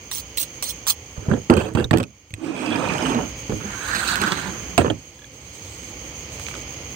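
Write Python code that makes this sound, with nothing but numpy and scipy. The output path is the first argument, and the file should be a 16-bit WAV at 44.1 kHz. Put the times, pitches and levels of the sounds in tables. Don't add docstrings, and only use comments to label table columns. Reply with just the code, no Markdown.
import sys
import numpy as np
from scipy import signal
from scipy.fft import rfft, irfft, next_fast_len
from scipy.io import wavfile
from scipy.ndimage import uniform_filter1d, map_coordinates

SR = 44100
rng = np.random.default_rng(int(sys.argv[2]) if len(sys.argv) > 2 else 0)


def boost_factor(decibels):
    exponent = np.asarray(decibels, float) / 20
    return 10 ** exponent


def int16_out(signal):
    q = np.round(np.clip(np.atleast_2d(signal).T, -1, 1) * 32767)
    wavfile.write(sys.argv[1], SR, q.astype(np.int16))


N = 306495

# t/s, level/dB
NIGHT_LEVEL = [(0, -45.5), (.75, -42.5), (.95, -45.5), (1.45, -45.5), (1.9, -55.5), (2.4, -56.5),
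               (2.75, -49), (2.95, -39.5), (4.7, -39), (4.99, -48), (5.2, -50), (5.6, -43.5), (5.9, -41.5),
               (6.58, -38.5), (6.95, -40)]
# f/Hz, density/dB per Hz
CHORUS_COLOUR = [(410, -17.5), (800, -4), (1210, -7), (1640, -11.5), (2350, 0.5), (2650, -6.5),
                 (3130, -1.5), (3690, -15.5), (4660, -9), (5600, -11.5), (7280, -39), (12300, -120)]
# f/Hz, density/dB per Hz
TRILL_COLOUR = [(3240, -44), (5500, -34), (5830, -11.5), (6150, -3.5), (6430, 7), (6720, -1), (7130, -20),
                (7290, -18.5), (8870, -17.5), (10300, -30.5), (15200, -21.5), (16000, -13)]
# f/Hz, density/dB per Hz
HUM_COLOUR = [(15, -50), (35, -22), (54, 9), (124, 2), (199, -6.5), (300, -3), (387, -9), (514, -5),
              (632, -13.5), (1100, -28.5), (2420, -100)]
# f/Hz, likeness/0..1
NIGHT_ALIKE = [(60, 0.97), (600, 0.99), (1000, 0.59), (1400, .03)]
NEAR_ALIKE = [(35, 0.84), (80, 0.75), (250, 0.84), (500, 0.54), (1000, 0.14), (2000, 0.019)]
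# f/Hz, level/dB
NIGHT_SIDE = [(100, -0.5), (400, -3), (1800, -5), (3500, -3.5), (5000, -5), (6500, -7.5), (8500, -13.5),
              (11000, 4), (15000, -7.5)]
NEAR_SIDE = [(100, -2.5), (200, -5.5), (400, -9), (800, -7.5), (1500, -13), (3500, -7.5), (6500, -12.5),
             (8500, -21), (11000, -3.5), (15000, -14)]
BLADE_SIDE = [(800, -11), (1500, 3), (3500, -3.5), (6500, -5.5), (8500, -13.5), (11000, -1.5), (15000, -14)]
# f/Hz, t60/s
PORCH_DECAY = [(200, 0.38), (2000, 0.024), (10000, 0.038)]
# f/Hz, width/Hz, level/dB
HOUSING = [(7970, 390, 16), (15300, 1700, -11)]

# t/s, length/s, level/dB, swell/dB, sizzle at top speed/dB
STROKES = [
    (0.112, 0.089, -39.5, -1.5, 3),
    (0.371, 0.061, -39, 2.5, 13),
    (0.625, 0.081, -34, -4, -23),
    (0.871, 0.034, -31.5, 7, 9),
]
# t/s, peak/dB, brightness/dB, ring f/Hz
TOUCHES = [
    (0.1145, -16, -4, 3710),
    (0.3745, -15.5, 5, 2740),
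    (0.626, -15.5, 3, 4200),
    (0.868, -13, 0, 3680),
]
# f/Hz, density/dB per Hz
BLADE_COLOUR = [(350, -28), (900, -17.5), (1400, -22), (2500, -16.5), (3300, -5), (5120, -8.5),
                (6200, -1.5), (7310, -10), (8390, 2.5), (10700, -8), (12500, -9), (14900, -8.5),
                (16000, -2.5)]
# f/Hz, width/Hz, level/dB
STEEL = [(4200, 61, -10), (5760, 18, -4), (8200, 47, -14), (11340, 40, 3), (15460, 290, 13)]
STROKE_BANDS = [0, -1, 0, 0]
SIZZLE_SHARE = np.array([0.25, 0.1, 0.21, 1.0])

# t/s, length/s, boom/dB, sag/dB, step a band up/dB
RATTLES = [(1.166, 0.11, -40, -2.5, -7), (1.285, 0.033, -20.5, -2, -15), (1.314, 0.059, -21.5, -10, -10),
           (1.499, 0.077, -10, -12.5, -11.5), (1.571, 0.12, -22.5, -12, -6),
           (1.69, 0.039, -31.5, -3, -12.5), (1.751, 0.093, -19.5, -27, -9), (1.772, 0.022, -28.5, 2, -4),
           (1.808, 0.038, -32, -3.5, -5), (1.911, 0.01, -12.5, -25, -7),
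           (1.932, 0.052, -10.5, -13.5, -12.5), (2.0, 0.031, -29, -15, -7), (3.495, 0.027, -23, -2, -11.5),
           (3.52, 0.15, -27.5, -18, -24), (4.779, 0.054, -15, -20, -5.5), (4.846, 0.035, -19, -2.5, -10),
           (4.901, 0.014, -22.5, -4, -8.5)]
# t/s, peak/dB, own ring f/Hz
THUDS = [(1.177, -8, 102), (1.282, -3.5, 138), (1.313, -0.5, 167), (1.4975, 1, 240), (1.502, -4, 150),
         (1.506, -7, 314), (1.536, -2, 425), (1.566, -8, 318), (1.749, 3, 157), (1.774, -10, 241),
         (1.846, -6, 100), (1.91, 6.5, 161), (1.93, -1, 164), (1.947, -1, 199), (1.96, -4, 150),
         (1.984, -9, 176), (2.307, -24, 105), (2.333, -15, 103), (3.493, -10.5, 190), (3.5, -14, 450),
         (3.515, -15, 172), (3.53, -11, 120), (3.555, -14, 86), (4.215, -15, 215), (4.319, -15, 187),
         (4.779, 3.5, 702), (4.786, -7, 566), (4.794, -9, 150), (4.803, -10, 131), (4.812, -14, 180),
         (4.833, -10, 110), (4.845, -7, 474), (4.864, -15, 275), (4.9, -11, 320), (4.925, -16, 200),
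         (4.947, -17.5, 149)]
# t/s, peak/dB, brightness/dB, ring f/Hz
TICKS = [(1.3142, -30.5, -65, 1580), (1.4998, -7, -6, 2600), (1.5062, -17, 0, 2460),
         (1.533, -35, -10, 2550), (1.5385, -13, -7, 2500), (1.5672, -21, 3, 1620), (1.582, -36, -12, 1500),
         (1.592, -24, -3, 1530), (1.6225, -33, -1, 3100), (1.737, -38, 8, 1900), (1.299, -38, 8, 1500),
         (1.7505, -21, -13, 1780), (1.7715, -35, -8, 2710), (1.799, -24, -12, 2200), (1.808, -31, 0, 2800),
         (1.8427, -22, -9, 1500), (1.9098, -10, -23, 1850), (1.932, -16, -8, 2960),
         (1.9383, -11.5, -16, 2400), (1.951, -26, -12, 2500), (1.9728, -14, 0, 1930),
         (1.983, -22, -7, 2600), (1.9845, -21.5, 8, 2600), (2.0015, -20.5, -9, 2500),
         (2.005, -22, -10.5, 2400), (2.0275, -25, -4, 2400), (2.031, -20, -4, 2470),
         (2.0375, -19, -15, 2550), (2.3063, -32, -8, 2240), (2.3393, -18.5, -1.5, 2560)]
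# f/Hz, density/dB per Hz
TABLE_COLOUR = [(18, -47), (30, -12), (81, -1), (162, -4.5), (229, -3.5), (421, -7), (1770, -12.5),
                (2200, -39), (4840, -95)]
# f/Hz, width/Hz, level/dB
HOLLOW = [(69, 30, 0), (146, 120, -4.5), (240, 38, -2.5), (307, 30, 0.5), (450, 61, 0.5), (583, 58, -3),
          (730, 280, -17)]
# f/Hz, density/dB per Hz
SKID_COLOUR = [(1240, -41), (2100, -3.5), (2580, 5), (3210, -6.5), (3500, -9.5), (4720, 0), (5580, -24),
               (8210, -17), (11000, -46), (15000, -33)]
# f/Hz, width/Hz, level/dB
BLADE_FLAT = [(2770, 37, -14.5), (3260, 220, 0)]
# t/s, f/Hz, level/dB
BLADE_SONG = [
    [(1.5, 3000, -47), (1.54, 3100, -46), (1.6, 3200, -44.5), (1.66, 3250, -46), (1.7, 3250, -67)],
    [(1.57, 1500, -47), (1.61, 1530, -36), (1.64, 1530, -60), (1.7, 1500, -57)],
    [(1.765, 2750, -57), (1.785, 2750, -35), (1.805, 2750, -50), (1.815, 2750, -39), (1.845, 2750, -59)],
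]
# f/Hz, level/dB, t60/s
TIP = [(3710, 2, 0.013), (5880, -12, 0.018), (8040, -26, .014), (12000, -21, 0.01)]
# t/s, level/dB
TIP_TAPS = [
    (1.8427, -7),
    (1.845, -8),
]
# t/s, drone/dB
SHIFT = [
    (5.15, -76),
    (5.4, -78),
    (5.41, -91),
    (5.57, -54),
    (6.834, -52.5),
    (6.95, -66),
]
BAND_STEP, BAND_SAG = [0, 0.8, 2.1, 3.4], [0.67, 0.87, 0.85, 0.68]
FLASH_DB = [0, 4, 6, 12]

# t/s, pressure/dB, speed/dB (faster is brighter)
LID_PUSH = [
    (2.36, -54, -6),
    (2.464, -39, 1),
    (2.532, -40, -3),
    (2.6, -35, 1.5),
    (2.872, -29.5, -1),
    (3.0, -32, 1),
    (3.094, -28, 3),
    (3.2, -35.5, -9.5),
    (3.34, -53.5, -4),
]
# f/Hz, density/dB per Hz
LID_COLOUR = [(29, -51), (50, -22), (159, 0), (306, -5.5), (997, -8), (2060, -12.5), (2490, -9.5),
              (3950, -19.5), (5530, -15), (7210, -28), (8340, -22), (10600, -48), (16000, -43)]
# level/dB, growth with pressure, growth with speed
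LID_BANDS = [(4, 1.28, -0.85), (-1, 1.24, -0.3), (-8.5, 0.86, 0.46), (-17, 0.6, 1.6)]
# f/Hz, width/Hz, level/dB
RIM = [(2450, 100, 0), (3180, 240, -6)]
# t/s, f/Hz, level/dB
RIM_SONG = [
    [(2.44, 2500, -54), (2.5, 2500, -45), (2.68, 2580, -36), (2.76, 2446, -35.5), (2.8, 2488, -48),
     (2.88, 2563, -30), (2.95, 2450, -34), (3.0, 2502, -50)],
    [(2.55, 3260, -52), (2.67, 3250, -40.5), (2.75, 3260, -39), (2.85, 3250, -62), (2.98, 3000, -52),
     (3.06, 2976, -32.5), (3.12, 2730, -41), (3.23, 2970, -42), (3.28, 3000, -57)],
]
# t/s, f/Hz, level/dB
LID_AIR = [
    (2.38, 323.2, -38),
    (2.474, 326.3, -25),
    (2.548, 292.2, -30.5),
    (2.712, 271, -23),
    (3.028, 266, -45),
    (3.074, 259.7, -20),
    (3.216, 263, -35),
    (3.3, 236, -40),
]
# t/s, peak/dB, brightness/dB, ring f/Hz
CRACKLE = [(2.4453, -33, -1, 2370), (2.5646, -28, -3, 2440), (2.6389, -32, -6, 2520),
           (2.6614, -23, -3, 4900), (2.7038, -29, 0, 4600), (2.745, -22, -5, 3194), (2.76, -25, 0, 5000),
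           (2.887, -25, -1, 4100), (2.9377, -25, 0, 5200), (2.9826, -20, 0, 2973), (3.0111, -27, -3, 3000),
           (3.147, -25, -1, 4040), (3.2121, -27, -2, 2993), (3.7191, -29, 0, 4200), (3.7595, -37, -3, 4200),
           (3.7819, -37, 0, 4200), (4.4988, -32, 0, 4200)]

# t/s, pull/dB, speed/dB (faster is brighter)
FISH_PULL = [
    (3.6, -42, -7.5),
    (3.8, -38, 7.5),
    (3.96, -28.5, 4),
    (4.04, -30, 6),
    (4.092, -27, 1),
    (4.2, -28.5, -4),
    (4.225, -27.5, -3.5),
    (4.45, -32.5, -2),
    (4.77, -55, -9.5),
]
# f/Hz, density/dB per Hz
FISH_COLOUR = [(29, -41), (50, -13), (138, -7), (198, 6.5), (246, -9.5), (345, -4), (729, -25),
               (1580, -23.5), (2110, -24.5), (4140, 0), (5670, -8.5), (8140, -0.5), (10900, -21),
               (16000, -9)]
# level/dB, growth with pull, growth with speed
FISH_BANDS = [(-9, 0.68, -1.4), (-3.5, 0.75, 0.19), (-9.5, 2, 0.67), (-11.5, 1.3, 0.69)]
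# t/s, length/s, level/dB, sag/dB, step a band up/dB
JERKS = [
    (3.951, 0.036, -39, 5, -6),
    (4.075, 0.043, -38.5, -4, 1.5),
    (4.157, 0.0086, -40, -5, 1),
    (4.216, 0.018, -25.5, -6, -5.5),
    (4.238, 0.011, -39, -4, -10),
    (4.262, 0.017, -34, 0, -2),
    (4.321, 0.0081, -28, 1, -3.5),
]
# t/s, peak/dB, brightness/dB, ring f/Hz
CATCHES = [(3.9505, -14.5, -3.5, 1843), (4.0746, -19, -16, 4100), (4.1571, -10.5, -1, 2562),
           (4.2166, -7.5, -6.5, 3900), (4.2385, -10, -20, 1500), (4.2815, -24, -3, 2600),
           (4.3206, -8.5, -12, 3540), (4.3235, -15, -18, 2900), (3.4955, -28, -42, 800),
           (3.575, -32, 2, 3000), (4.779, -2, -5, 990), (4.783, -13, -10, 1730), (4.859, -28, -47, 3020),
           (4.9008, -23.5, -55, 3220), (4.904, -24, -55, 3180), (6.3976, -25, 0, 2500),
           (6.4662, -26, -43, 2320), (6.4854, -19, -22, 2580), (6.513, -28, -30, 2380),
           (6.541, -25, -25, 1500), (6.5523, -23.5, -19, 1300), (6.592, -27, -25, 2300)]
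# t/s, f/Hz, level/dB
SCALE_SONG = [
    (3.9, 4300, -48),
    (3.97, 4090, -37),
    (4.02, 4200, -51),
    (4.07, 4200, -40),
    (4.085, 4200, -30.5),
    (4.14, 4300, -32.5),
    (4.17, 4200, -55),
    (4.27, 3900, -51),
    (4.37, 4110, -42),
    (4.45, 4000, -53),
]
# t/s, f/Hz, level/dB
FISH_AIR = [(3.65, 1587, -41), (3.89, 1580, -29), (3.96, 1600, -17), (3.985, 1600, -38),
            (4.02, 1550, -20.5), (4.07, 1450, -29), (4.1, 1557, -22), (4.17, 1525, -21.5), (4.2, 1500, -37),
            (4.225, 1490, -19), (4.29, 1500, -21), (4.31, 1450, -31), (4.4, 1450, -33), (4.6, 1570, -50)]
# t/s, level/dB
PALMS = [
    [(4.93, -64), (5.06, -58), (5.3, -60), (5.55, -51.5), (5.9, -50.5), (5.95, -66)],
    [(6.3, -50.5), (6.5, -46), (6.62, -60)],
]
# f/Hz, level/dB, t60/s
DRIP = [(1690, 6, 0.024), (3400, 6, 0.021), (4050, -2, .012)]
# t/s, level/dB
DRIPS = [
    (5.19, -47),
    (5.219, -44),
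    (5.243, -41),
]


def unit(x):
    return x / np.sqrt(np.mean(x ** 2) + 1e-20)


def along(points, hz):
    f, v = np.transpose(points)
    return np.interp(np.log(hz + 1), np.log(f + 1), v)


def gains(tables):
    t, total = np.arange(N) / SR, 0
    for rows in tables:
        s, *columns = np.transpose(rows)
        total = total + np.array([boost_factor(np.interp(t, s, c, left=-150, right=-150)) for c in columns])
    return total


def wobble(rate):
    knots = rng.standard_normal(int(N * rate / SR) + 4)
    return map_coordinates(knots, [np.arange(N) * rate / SR])


def filtered(x, response):
    m = next_fast_len(N + 8192)
    return irfft(rfft(x, m) * response(np.fft.rfftfreq(m, 1 / SR)), m)[..., :N]


def ports(pair, alike, side_db):
    def mix(hz):
        c, left = np.clip(along(alike, hz), 0, 1), boost_factor(along(side_db, hz))
        scale = 2 / np.sqrt(left ** 2 + 1 + 2 * c * left)
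        to_left = [c * left, np.sqrt(1 - c * c) * left]
        to_right = [c * 0 + 1, c * 0]
        return np.array([to_left, to_right]) * scale
    return filtered(pair[None], mix).sum(axis=1)


def night():
    def layer(colour):
        return unit(filtered(rng.standard_normal((2, N)), lambda hz: boost_factor(along(colour, hz))))

    level = gains([NIGHT_LEVEL])[0]
    low, high, hum = layer(CHORUS_COLOUR), layer(TRILL_COLOUR), layer(HUM_COLOUR)
    shimmer = boost_factor(-1.03 + 1.53 * wobble(23))
    insects = boost_factor(-3.5) * low + shimmer * high
    return ports(level * (insects + boost_factor(1.5) * hum), NIGHT_ALIKE, NIGHT_SIDE)


def tail(seconds, t60_share):
    hz, t, z = signal.stft(rng.standard_normal((2, int(seconds * SR))), SR, nperseg=128)
    decay = boost_factor(-60 * t / (t60_share * along(PORCH_DECAY, hz)[:, None]))
    echo = signal.istft(z * decay, SR, nperseg=128)[1]
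    return echo / np.linalg.norm(echo, axis=1, keepdims=True)


def placed(x, side_db, wet_db):
    def scatter(hz, knots):
        delay = 0.0001 + 0.0004 * np.abs(np.interp(hz, np.linspace(0, SR / 2, knots.size), knots))
        return np.exp(-2j * np.pi * np.cumsum(delay) * hz[1])

    def echoed():
        return signal.fftconvolve(np.pad(x, (200, 0))[None], tail(0.38, 0.58), axes=1)[:, :N]

    knots = rng.standard_normal((2, 90))
    paths = filtered(x, lambda hz: np.array([scatter(hz, k) for k in knots]))
    sway = 2.85 * wobble(40)
    scattered = np.cos(sway) * paths[0] + np.sin(sway) * paths[1]
    here, there = echoed(), echoed()
    drift = 2.6 * wobble(12)
    echo = np.cos(drift) * here + np.sin(drift) * there
    pair = np.array([x, scattered]) + boost_factor(wet_db) * echo
    return ports(pair, NEAR_ALIKE, side_db)


def resonances(peaks, f):
    total = 0
    for k, (centre, width, db) in enumerate(peaks):
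        mode = 1j * f * width / (centre * centre - f * f + 1j * f * width)
        total = total + (-1) ** k * boost_factor(db) * mode
    return total


def friction(tables, colour, edges_hz, grains, spread_db, smooth, slip_rate, slip_db, patchy_db):
    caught = (rng.random(N) < grains / SR) * boost_factor(spread_db * rng.exponential(size=N)) * rng.standard_normal(N)
    rub = (unit(caught) + smooth * rng.standard_normal(N)) * boost_factor(slip_db * wobble(slip_rate))
    z = signal.stft(rub, nperseg=256)[2]
    streaks = uniform_filter1d(rng.standard_normal(z.shape), size=3, axis=0)
    streaks = uniform_filter1d(streaks, size=8, axis=1)
    rub = signal.istft(z * boost_factor(patchy_db * unit(streaks)), nperseg=256)[1][:N]

    def above(hz, edge):
        return 1 / (1 + (edge / (hz + 1)) ** 8)

    def split(hz):
        return colour(hz) * np.array([above(hz, low) - above(hz, high) for low, high in edges_hz])

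    return sum(gain * unit(band) for gain, band in zip(gains(tables), filtered(rub, split)))


def clicks(rows, crack_s, ring_s, ring_db):
    dull, bright, t = np.zeros(N + SR), np.zeros(N + SR), np.arange(SR // 20) / SR
    fade = boost_factor(-60 * t / crack_s)
    for (s, db, bright_db, hz), noise in zip(rows, rng.standard_normal((len(rows), 2, len(t)))):
        start = round(s * SR)
        burst = noise * fade
        crack = boost_factor(db - 12.5) * burst * np.linalg.norm(fade) / np.linalg.norm(burst, axis=1, keepdims=True)
        ring = boost_factor(db + ring_db - 0.38 * bright_db - 60 * t / ring_s) * np.sin(2 * np.pi * hz * t)
        dull[start:][:len(t)] += 3.9 * crack[0] + ring
        bright[start:][:len(t)] += boost_factor(bright_db) * crack[1]
    knock = signal.sosfilt(signal.butter(2, [700, 4300], "band", fs=SR, output="sos"), dull)
    snap = signal.sosfilt(signal.butter(1, [4800, 9500], "band", fs=SR, output="sos"), 1.6 * bright)
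    port_ring = filtered(bright[:N], lambda hz: resonances(HOUSING, hz))
    return knock[:N] + snap[:N] + port_ring


def strokes():
    fastest = 0.6
    lift_s, lift_db = 0.046, -44
    for s, length, db, swell_db, sizzle_db in STROKES:
        start = db + np.array(STROKE_BANDS)
        fast = start + fastest * swell_db + sizzle_db * SIZZLE_SHARE
        end = start + swell_db
        yield [(s, *start), (s + fastest * length, *fast), (s + length, *end),
               (s + length + lift_s, *(end + lift_db))]


def knife():
    def steel(hz):
        return boost_factor(along(BLADE_COLOUR, hz)) * (0.41 + np.abs(resonances(STEEL, hz)))

    edges_hz = [(650, 5250), (5100, 8800), (7200, 15400), (11000, 25000)]
    rasp = friction(strokes(), steel, edges_hz, grains=9000, spread_db=1.0, smooth=0.36,
                    slip_rate=400, slip_db=3.2, patchy_db=3.2)
    t = np.arange(N) / SR
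    speed = 1
    for s, *_ in TOUCHES:
        speed = speed - 0.28 * (t > s) * np.exp(-np.abs(t - s) / 0.009)
    return boost_factor(0.86) * speed * rasp + boost_factor(0.5) * clicks(TOUCHES, 0.007, 0.031, -13)


def rattles(rows):
    rise_s, rise_db, flash_s, settle_s, settle_db = 0.002, -24, 0.01, 0.03, -26
    for s, length, db, sag_db, step_db in rows:
        start = db + step_db * np.array(BAND_STEP)
        end = start + sag_db * np.array(BAND_SAG)
        first = start - sag_db / 20 * np.array(FLASH_DB)
        yield [(s - rise_s, *(first + rise_db)), (s, *first), (s + min(flash_s, length / 2), *start),
               (s + length, *end), (s + length + settle_s, *(end + settle_db))]


def pocket(rows, width_hz, slip_rate, slip_db):
    s, hz, db = np.transpose(rows)
    t = np.arange(N) / SR
    slow = filtered(rng.standard_normal((2, N)), lambda f: 1 / (1 + (2 * f / width_hz) ** 2))
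    phase = 2 * np.pi * np.cumsum(np.interp(t, s, hz)) / SR
    tone = slow[0] * np.cos(phase) + slow[1] * np.sin(phase)
    ring = unit(tone * boost_factor(slip_db * wobble(slip_rate)))
    return boost_factor(np.interp(t, s, db, left=-150, right=-150)) * ring


def taps(rows, modes, attack_s):
    total = 0
    for s, db in rows:
        t = np.clip(np.arange(N) / SR - s, 0, None)
        attack = 1 - np.exp(-t / attack_s)
        for hz, level, t60 in modes:
            total = total + attack * boost_factor(db + level - 60 * t / t60) * np.sin(2 * np.pi * hz * t)
    return total


def blade():
    return taps(TIP_TAPS, TIP, 0.0032) + sum(pocket(rows, 160, 60.2, 2) for rows in BLADE_SONG)


def thuds():
    blows, own, t = np.zeros(N), np.zeros(N + SR), np.arange(SR // 8) / SR
    for s, db, hz in THUDS:
        start = round((s + 0.0015) * SR)
        blows[start:][:24] = boost_factor(db) * np.hanning(24)
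        own[start:][:len(t)] += boost_factor(db - 8 - 60 * t / 0.048) * np.sin(2 * np.pi * hz * t)
    return boost_factor(-9) * filtered(blows, lambda hz: resonances(HOLLOW, hz)) + own[:N]


def table():
    def top(hz):
        hollow = boost_factor(along(TABLE_COLOUR, hz)) * (0.5 + np.abs(resonances(HOLLOW, hz)))
        skid = boost_factor(along(SKID_COLOUR, hz) - 30) * (1 + 2 * np.abs(resonances(BLADE_FLAT, hz)))
        return hollow + skid

    edges_hz = [(75, 470), (500, 1750), (2000, 4050), (7000, 32000)]
    rattle = friction(rattles(RATTLES), top, edges_hz, grains=4000, spread_db=0.44, smooth=0.93,
                      slip_rate=150, slip_db=2.26, patchy_db=3.4)
    shift = friction([SHIFT], top, [(130, 900)], grains=600, spread_db=1.5, smooth=0.9,
                     slip_rate=20, slip_db=3.5, patchy_db=2.5)
    dropped = thuds() + blade() + boost_factor(-2.5) * rattle
    ticks = boost_factor(-1.0) * clicks(TICKS, 0.0085, 0.016, -11.0)
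    catches = boost_factor(5.5) * clicks(CATCHES, 0.0034, 0.017, -20.5)
    return dropped + shift + ticks + catches


def pushed(rows, bands):
    top = max(db for s, db, speed in rows)
    moves = []
    for s, db, speed in rows:
        levels = [top + at + grows * (db - top) + leans * speed for at, grows, leans in bands]
        moves.append((s, *levels))
    return [moves]


def lid():
    def box(hz):
        return boost_factor(along(LID_COLOUR, hz)) * (1 + np.abs(resonances(RIM, hz)))

    edges_hz = [(70, 720), (700, 1890), (2000, 5200), (7000, 22000)]
    scrape = friction(pushed(LID_PUSH, LID_BANDS), box, edges_hz, grains=6000, spread_db=0.78, smooth=1.4,
                      slip_rate=80, slip_db=1.2, patchy_db=1.9)
    crackle = clicks(CRACKLE, 0.004, 0.014, -1)
    air = boost_factor(-3.5) * pocket(LID_AIR, 105, 30.64, 0.64)
    song = boost_factor(-1.5) * sum(pocket(rows, 330, 70, 3.9) for rows in RIM_SONG)
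    return crackle + boost_factor(-0.5) * scrape + air + song


def fish():
    def skin(hz):
        return boost_factor(along(FISH_COLOUR, hz))

    drag_hz = [(70, 510), (700, 2250), (3000, 5500), (7000, 15500)]
    drag = friction(pushed(FISH_PULL, FISH_BANDS), skin, drag_hz, grains=5000, spread_db=1.0, smooth=0.82,
                    slip_rate=80, slip_db=1.4, patchy_db=2.1)
    jerk_hz = [(150, 660), (900, 2240), (2600, 6400), (7000, 37000)]
    jerks = friction(rattles(JERKS), skin, jerk_hz, grains=5000, spread_db=0.91, smooth=0.74,
                     slip_rate=150, slip_db=0.89, patchy_db=2.2)
    palms = friction(PALMS, skin, [(900, 26000)], grains=2500, spread_db=1.2, smooth=1.2,
                     slip_rate=40, slip_db=2.5, patchy_db=2.5)
    song = pocket(SCALE_SONG, 700, 70, 1.0)
    air = boost_factor(-5.5) * pocket(FISH_AIR, 370, 70, 0.56)
    return boost_factor(-1.0) * drag + jerks + palms + song + air + taps(DRIPS, DRIP, 0.0012)


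def scene():
    around = night()
    on_stone = placed(knife(), BLADE_SIDE, -4.5)
    on_table = placed(table() + lid() + fish(), NEAR_SIDE, -12.5)
    return around + on_stone + on_table


def band_limit(x):
    return signal.sosfilt(signal.butter(12, 16810, fs=SR, output="sos"), x)


def record(dry):
    dry = dry / (1 + np.abs(dry / 0.9) ** 6) ** (1 / 6)

    def band(hz):
        bass_cut = (1j * hz / (1j * hz + 35)) ** 2
        treble_cut = np.maximum(1 / (1 + (hz / 15800) ** 300), boost_factor(-40))
        return bass_cut * treble_cut

    return band_limit(filtered(dry, band))


dry = scene()
out = record(dry)
int16_out(out)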